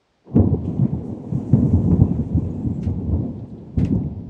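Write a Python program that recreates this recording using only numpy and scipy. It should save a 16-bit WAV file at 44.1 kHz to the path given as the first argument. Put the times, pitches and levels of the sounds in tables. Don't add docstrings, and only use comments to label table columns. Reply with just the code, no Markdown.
import sys
import numpy as np
from scipy import signal
from scipy.fft import rfft, irfft, next_fast_len
from scipy.io import wavfile
from scipy.ndimage import uniform_filter1d, minimum_filter1d

SR = 44100
rng = np.random.default_rng(int(sys.argv[2]) if len(sys.argv) > 2 else 0)


def ratio(d):
    e = np.asarray(d, float) / 20
    return 10 ** e


def transcribe(u):
    v = np.clip(np.atleast_2d(u).T, -1, 1)
    q = np.round(v * 32767).astype(np.int16)
    wavfile.write(sys.argv[1], SR, q)


N = 189365

# time in seconds, level in dB,
# nearness in dB (near segments sound brighter, far ones deeper).
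ROLL_COURSE = [(0, -93, 5), (.24, -75, 14.5), (.27, -58.5, 22), (.31, -43.5, 9.5), (.36, -25.5, 3),
               (.6, -31.5, 1.5), (.97, -31, 3), (1.21, -36.5, 8), (1.51, -30, 1), (1.6, -27, 0),
               (2.05, -26, -1), (2.27, -30.5, 0.5), (2.8, -31.5, -1), (3.26, -28.5, 0), (3.34, -37, 2),
               (3.764, -42, 3), (3.781, -25.5, -3.5), (4.29, -37, 0)]


def rms_one(x):
    return x / np.sqrt(np.mean(x ** 2) + 1e-20)


def in_time(rows):
    s, *columns = np.transpose(rows)
    return [np.interp(np.arange(N) / SR, s, c) for c in columns]


def filtered(x, points):
    hz, level_db = np.transpose(points)
    size = next_fast_len(N + SR // 4)
    grid = np.maximum(np.fft.rfftfreq(size, 1 / SR), 1)
    response = ratio(np.interp(np.log(grid), np.log(hz), level_db))
    return irfft(rfft(x, size) * response, size)[..., :N]


def coloured(x, points):
    return rms_one(filtered(x, points))


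def grains(per_s, spread_db):
    sizes = ratio(spread_db * np.minimum(rng.exponential(1, N), 4))
    signs = rng.choice([-1, 1], N)
    return sizes * signs * (rng.random(N) < per_s / SR)


def drift(rate):
    knots = rng.standard_normal(400)
    return np.interp(np.arange(N) / SR * rate, np.arange(400), knots)


def packets(rows, skew, fall):
    out = np.zeros(N)
    for s, level_db, hz, half_ms in rows:
        t = np.arange(-4 * half_ms, 6 * half_ms, 1000 / SR) / half_ms
        shape = np.exp(-.5 * (t / np.where(t < 0, 1 - skew, 1 + skew)) ** 2)
        cycles = hz * half_ms / 1000 * (t - fall * t ** 2 / 2)
        wave = ratio(level_db) * shape * np.sin(2 * np.pi * (cycles + rng.random()))
        at = round((s - half_ms / 250) * SR)
        out[at:at + len(t)] += wave[:N - at]
    return out


def bursts(rows):
    out = np.zeros(N)
    t = np.arange(SR // 4) / SR
    for s, level_db, hz, octaves, rise_ms, t60 in rows:
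        edges = np.clip(hz * 2. ** (octaves * np.array([-.5, .5])), 20, 18000)
        band_pass = signal.butter(2, edges, "band", fs=SR, output="sos")
        band = rms_one(signal.sosfilt(band_pass, rng.laplace(size=len(t))))
        shape = (1 - np.exp(-(1000 * t / rise_ms) ** 2)) * ratio(-60 * t / t60)
        at = round(s * SR)
        out[at:at + len(t)] += (ratio(level_db) * band * shape / shape.max())[:N - at]
    return out


def thunder_booms():
    # time in seconds, peak in dB, pitch in Hz.
    kinks = [(0.365, -4.5, 196.3), (.376, -1.0, 249), (.388, -8, 268), (0.397, -10, 224.6),
             (0.477, -8.5, 207.5), (.551, -15, 160.5), (.681, -12, 227), (.797, -10, 174.6),
             (.854, -7.5, 214), (.934, -14, 148), (1.328, -13, 157), (1.354, -12, 149), (1.535, -2.5, 230),
             (1.552, -7.5, 208.4), (1.573, -9.5, 206.6), (1.631, -7, 230.5), (1.74, -5, 199),
             (1.842, -10.5, 167), (1.861, -10, 183.6), (1.88, -9.5, 182), (1.905, -8.5, 231.5),
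             (1.941, -12, 265), (2.0, -8.5, 161.8), (2.013, -8.5, 202), (2.055, -14.5, 217),
             (2.116, -7.5, 191.6), (2.371, -10.5, 155.5), (2.383, -9.5, 249), (3.779, -11, 221),
             (3.928, -8.5, 256)]
    # time in seconds,
    # peak in dB, pitch in Hz.
    echoes = [(.359, -16.5, 293), (.37, -11, 425), (.398, -12, 433), (.444, -14, 278), (.546, -11.5, 374),
              (.82, -21, 205), (1.381, -15.5, 252), (1.96, -13, 213), (2.027, -15, 182),
              (2.324, -16.5, 198.4), (2.6, -20, 239), (2.649, -19, 231), (2.667, -16.5, 270),
              (2.7, -20, 245), (2.794, -17.5, 158), (2.819, -23, 183), (2.872, -14, 220),
              (2.899, -19.5, 256), (2.986, -21.5, 210), (2.999, -16, 170), (3.121, -17.5, 207.4),
              (3.169, -28, 228), (3.203, -20.5, 247), (3.239, -17.5, 198), (3.258, -19, 232),
              (3.424, -24, 110.5), (3.912, -12.5, 232), (4.026, -19.5, 199), (4.05, -20, 147),
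              (4.076, -18.5, 148)]
    # time in seconds, peak in dB, pitch in Hz, half length in ms.
    long_booms = [(0.365, -15.5, 130.5, 18), (0.4, -9.5, 94.4, 15), (0.464, -14, 106.8, 8),
                  (0.53, -14, 89.7, 18), (.529, -10, 145.4, 8.3), (0.693, -16, 157.7, 7.5),
                  (0.828, -6.5, 133.3, 7.7), (1.369, -18, 136, 13), (1.538, -5, 129, 7.7),
                  (1.602, -15, 241.4, 16), (1.659, -10, 142.6, 9), (1.762, -14, 88.4, 26),
                  (1.924, -9, 170, 11), (2.02, -1.5, 94.4, 3.3), (2.075, -16, 106.2, 5),
                  (2.198, -15, 233, 9.8), (2.356, -8.5, 109.3, 6.8), (2.373, -14, 89.4, 12),
                  (2.444, -22.5, 99, 28), (2.674, -10, 107.3, 5.2), (2.879, -12, 88.9, 11),
                  (3.132, -9, 97, 8.5), (3.156, -18.5, 90, 7), (3.806, -24.5, 100.6, 8.3),
                  (3.809, -19.5, 163.4, 33), (3.845, -12.5, 131.8, 1.6), (3.888, -20, 105.6, 8),
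                  (3.931, -20, 104, 11), (3.95, -13.5, 180, 15), (3.996, -16.5, 105.7, 8)]
    trains = [(s, db, hz, 1000 * 0.67 / hz) for s, db, hz in kinks]
    trains += [(s, db, hz, 1000 * 1 / hz) for s, db, hz in echoes]
    return packets(trains + long_booms, skew=0.059, fall=0.015)


def roll(booms):
    # frequency in Hz, density in dB per Hz.
    roll_colour = [(18, -51), (32, -27), (45, -11.5), (85, 4.5), (240, 1), (330, -10), (480, -18.5),
                   (580, -25), (700, -26.5), (1000, -34.5), (1300, -52), (1800, -70.5), (3000, -110)]
    split_hz = [110.5, 319]
    shocks = coloured(grains(per_s=5000, spread_db=0.26), roll_colour)
    deep, below_upper = [signal.sosfiltfilt(signal.butter(3, hz, fs=SR, output="sos"), shocks) for hz in split_hz]
    body, upper = below_upper - deep, shocks - below_upper
    near_boom = signal.lfilter([.002], [1, -.998], np.abs(booms))
    clumps_db = 0.97 * drift(24.994)
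    level_db, near_db = in_time(ROLL_COURSE)
    out = np.zeros(N)
    # range, its level in dB, its share of the nearness, its thickening at booms
    for part, part_db, near_share, thicken in ((deep, 0, -1.2, 3.5), (body, 1.1, 0.01, 4.5), (upper, -6.5, 1, 7.0)):
        course_db = level_db + part_db + near_share * near_db + clumps_db + 0.63 * drift(17)
        out += ratio(course_db) * rms_one(part) * (1 + thicken * near_boom)
    return out


def cracks():
    # time in seconds, peak in dB, t60 in seconds.
    fronts = [(0.27, -37.5, 0.11), (0.36, -15, 0.034), (0.484, -43.5, 0.065), (0.788, -60.5, 0.083),
              (0.824, -31.5, 0.14), (0.922, -45, 0.071), (1.393, -42.5, 0.057), (1.528, -21.5, 0.09),
              (1.6, -41, 0.087), (1.913, -22, 0.047), (2.15, -33.5, 0.12), (2.607, -44, 0.071),
              (3.774, -41, 0.064), (3.906, -42, 0.08), (4.108, -55, 0.08)]
    snap = [(s, db - 15, 680, 1.3, 1.5, 1.3 * t60) for s, db, t60 in fronts]
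    edge = [(s, db - 33.5, 1600, .48, 2.5, 0.34 * t60) for s, db, t60 in fronts]
    tail = [(s, db - 39.5, 1550, .6, 12, 11.0 * t60) for s, db, t60 in fronts]
    return bursts(snap) + bursts(edge) + bursts(tail)


def loose_part():
    # time in seconds, peak in dB, pitch in Hz, half length in ms.
    buzzes = [
        (.357, -61, 6030, 0.94),
        (.3615, -63.5, 5900, 0.46),
        (.3645, -55, 6000, 0.99),
        (.3645, -75, 11900, 1.2),
        (.367, -57.5, 4100, 1.2),
        (.3635, -48.5, 2680, 1.6),
    ]
    return packets(buzzes, skew=0, fall=0)


def sliding_sole():
    # time in seconds, pressure as hiss level in dB.
    slide_course = [(0, -118), (.29, -89), (.45, -82.5), (.6, -76.5), (.72, -70), (.97, -73.5),
                    (1.08, -74.5), (1.2, -72.5), (1.33, -66), (1.55, -61.5), (1.9, -65.5), (2.05, -68),
                    (2.75, -70.5), (2.92, -77), (3.44, -78.5), (3.7, -81.5), (3.94, -73), (4.29, -104)]
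    # frequency in Hz, density in dB per Hz.
    low_colour = [(760, -27.5), (1300, -6), (2380, -7.5), (2650, -10.5), (3130, -11.5), (4500, -18),
                  (5850, -54), (9900, -120)]
    # frequency in Hz, density in dB per Hz.
    high_colour = [(2650, -40), (4500, -7.5), (5300, -1.5), (6000, 3.5), (6400, 1.5), (7000, 3.5),
                   (8700, -2), (11000, -11), (16000, -27)]
    # frequency in Hz, density in dB per Hz.
    top_colour = [(6000, -26.5), (9500, -4.5), (12000, -4), (14000, -7), (16000, -7)]
    pressure_db, = in_time(slide_course)
    roll_db, _ = in_time(ROLL_COURSE)
    above_firm_db = pressure_db + 65
    low = ratio(-66 + 0.41 * above_firm_db) + ratio(roll_db - 44.5)
    top = ratio(-82.5 + 1.4 * above_firm_db) + ratio(-101)
    hiss = np.zeros(N)
    for gain, colour in ((low, low_colour), (ratio(pressure_db), high_colour), (top, top_colour)):
        hiss += gain * ratio(1.3 * drift(25)) * coloured(grains(per_s=4900, spread_db=-1.5), colour)
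    return hiss


def footfalls():
    # time in seconds, peak in dB, rise in ms, t60 in seconds, pitch factor.
    falls = [
        (2.825, -48.5, 5.7, .2, 1.15),
        (3.78, -45, 5.4, 0.26, .97),
        (3.849, -45.5, 1.2, 0.17, 1.08),
    ]
    # centre in Hz, width in octaves, level in dB.
    crunch = [(2210, 0.49, -3), (1510, 1, -2.5), (2830, 0.88, -6.5), (4200, .6, -10), (6530, 1.0, -11)]
    return bursts([(s, db + part_db, hz * pitch, octaves, rise_ms, t60)
                   for s, db, rise_ms, t60, pitch in falls for hz, octaves, part_db in crunch])


def stones_and_brushes():
    # time in seconds, peak in dB, centre in Hz, rise in ms, t60 in seconds.
    stones = [(.632, -59.5, 2700, 18, 0.26), (.665, -69, 2690, 15, 0.13), (.78, -61, 3000, 6, .12),
              (2.8, -60, 6040, 24, .2), (2.9, -65, 6370, 2, 0.089), (3.388, -64.5, 3930, 3, .09),
              (3.48, -73, 8000, 3.7, .11), (3.495, -65, 4000, 4, .084), (3.575, -66.5, 3600, 3, .12),
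              (3.847, -43, 6170, 0.86, 0.03), (3.848, -42, 2730, 1.1, 0.042),
              (3.954, -51.5, 6000, 0.6, 0.01), (4.032, -60.5, 2180, 2.7, 0.073)]
    # time in seconds, peak in dB, centre in Hz, rise in ms, t60 in seconds.
    brushes = [
        (.62, -67.5, 3110, 30, .3),
        (0.632, -66, 6300, 33, 0.24),
        (.82, -60, 1750, 22, .5),
        (1.021, -66, 6800, 36, .4),
        (1.02, -79, 12550, 45, 0.35),
        (1.27, -82.5, 12700, 56, .7),
    ]
    rows = [(s, db, hz, octaves, rise_ms, t60) for touches, octaves in ((stones, 0.43), (brushes, 0.82))
            for s, db, hz, rise_ms, t60 in touches]
    return bursts(rows)


def rubber_squeaks():
    # time in seconds, peak in dB, pitch in Hz, t60 in seconds.
    squeaks = [(2.418, -73, 7300, .15), (2.452, -75, 7840, .15), (2.503, -62, 6800, 0.075),
               (2.537, -70, 7650, .1), (2.555, -80, 7000, .15), (2.593, -73.5, 7600, .08),
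               (2.62, -73, 7700, .1), (2.635, -69, 7800, .08), (2.7, -70, 7500, .1),
               (2.723, -67.5, 7600, 0.36), (2.755, -73, 7500, 0.17), (1.9, -71, 2600, 0.55),
               (1.989, -71, 2600, 0.37), (2.055, -66, 2610, .4), (2.435, -65.5, 2600, 0.13),
               (2.489, -71.5, 2600, 0.68), (2.58, -75, 2600, .15)]
    return bursts([(s, db, hz, .09, 48 * t60, t60) for s, db, hz, t60 in squeaks])


def still_air():
    # frequency in Hz, density in dB per Hz.
    air_colour = [(30, -8), (70, -2), (300, -4), (860, -5.5), (1400, -13), (2800, -15), (5000, -18),
                  (9000, -32.5), (12000, -43.5), (16000, -40.5)]
    return ratio(-64) * coloured(rng.standard_normal(N), air_colour)


def scene():
    booms = thunder_booms()
    thunder = booms + roll(booms) + cracks() + loose_part()
    sandal = sliding_sole() + footfalls() + stones_and_brushes() + rubber_squeaks()
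    return (thunder + sandal + still_air())[None]


def roll_off(x):
    return signal.sosfilt(signal.butter(12, 15720, fs=SR, output="sos"), x)


def record(dry):
    # frequency in Hz, gain in dB.
    microphone = [(20, -43), (40, -1), (8900, -3), (10200, -10), (16000, -8.5)]
    fade_s, limit = .004, .95
    fade = np.sin(np.pi / 2 * np.minimum(np.arange(N)[::-1] / SR / fade_s, 1)) ** 2
    heard = filtered(dry * fade, microphone)
    room_left = np.minimum(1, limit / (np.abs(heard) + 1e-9))
    held = minimum_filter1d(room_left, size=441)
    gain = uniform_filter1d(uniform_filter1d(held, size=220), size=220)
    return roll_off(heard * gain)


dry = scene()
out = record(dry)
transcribe(out)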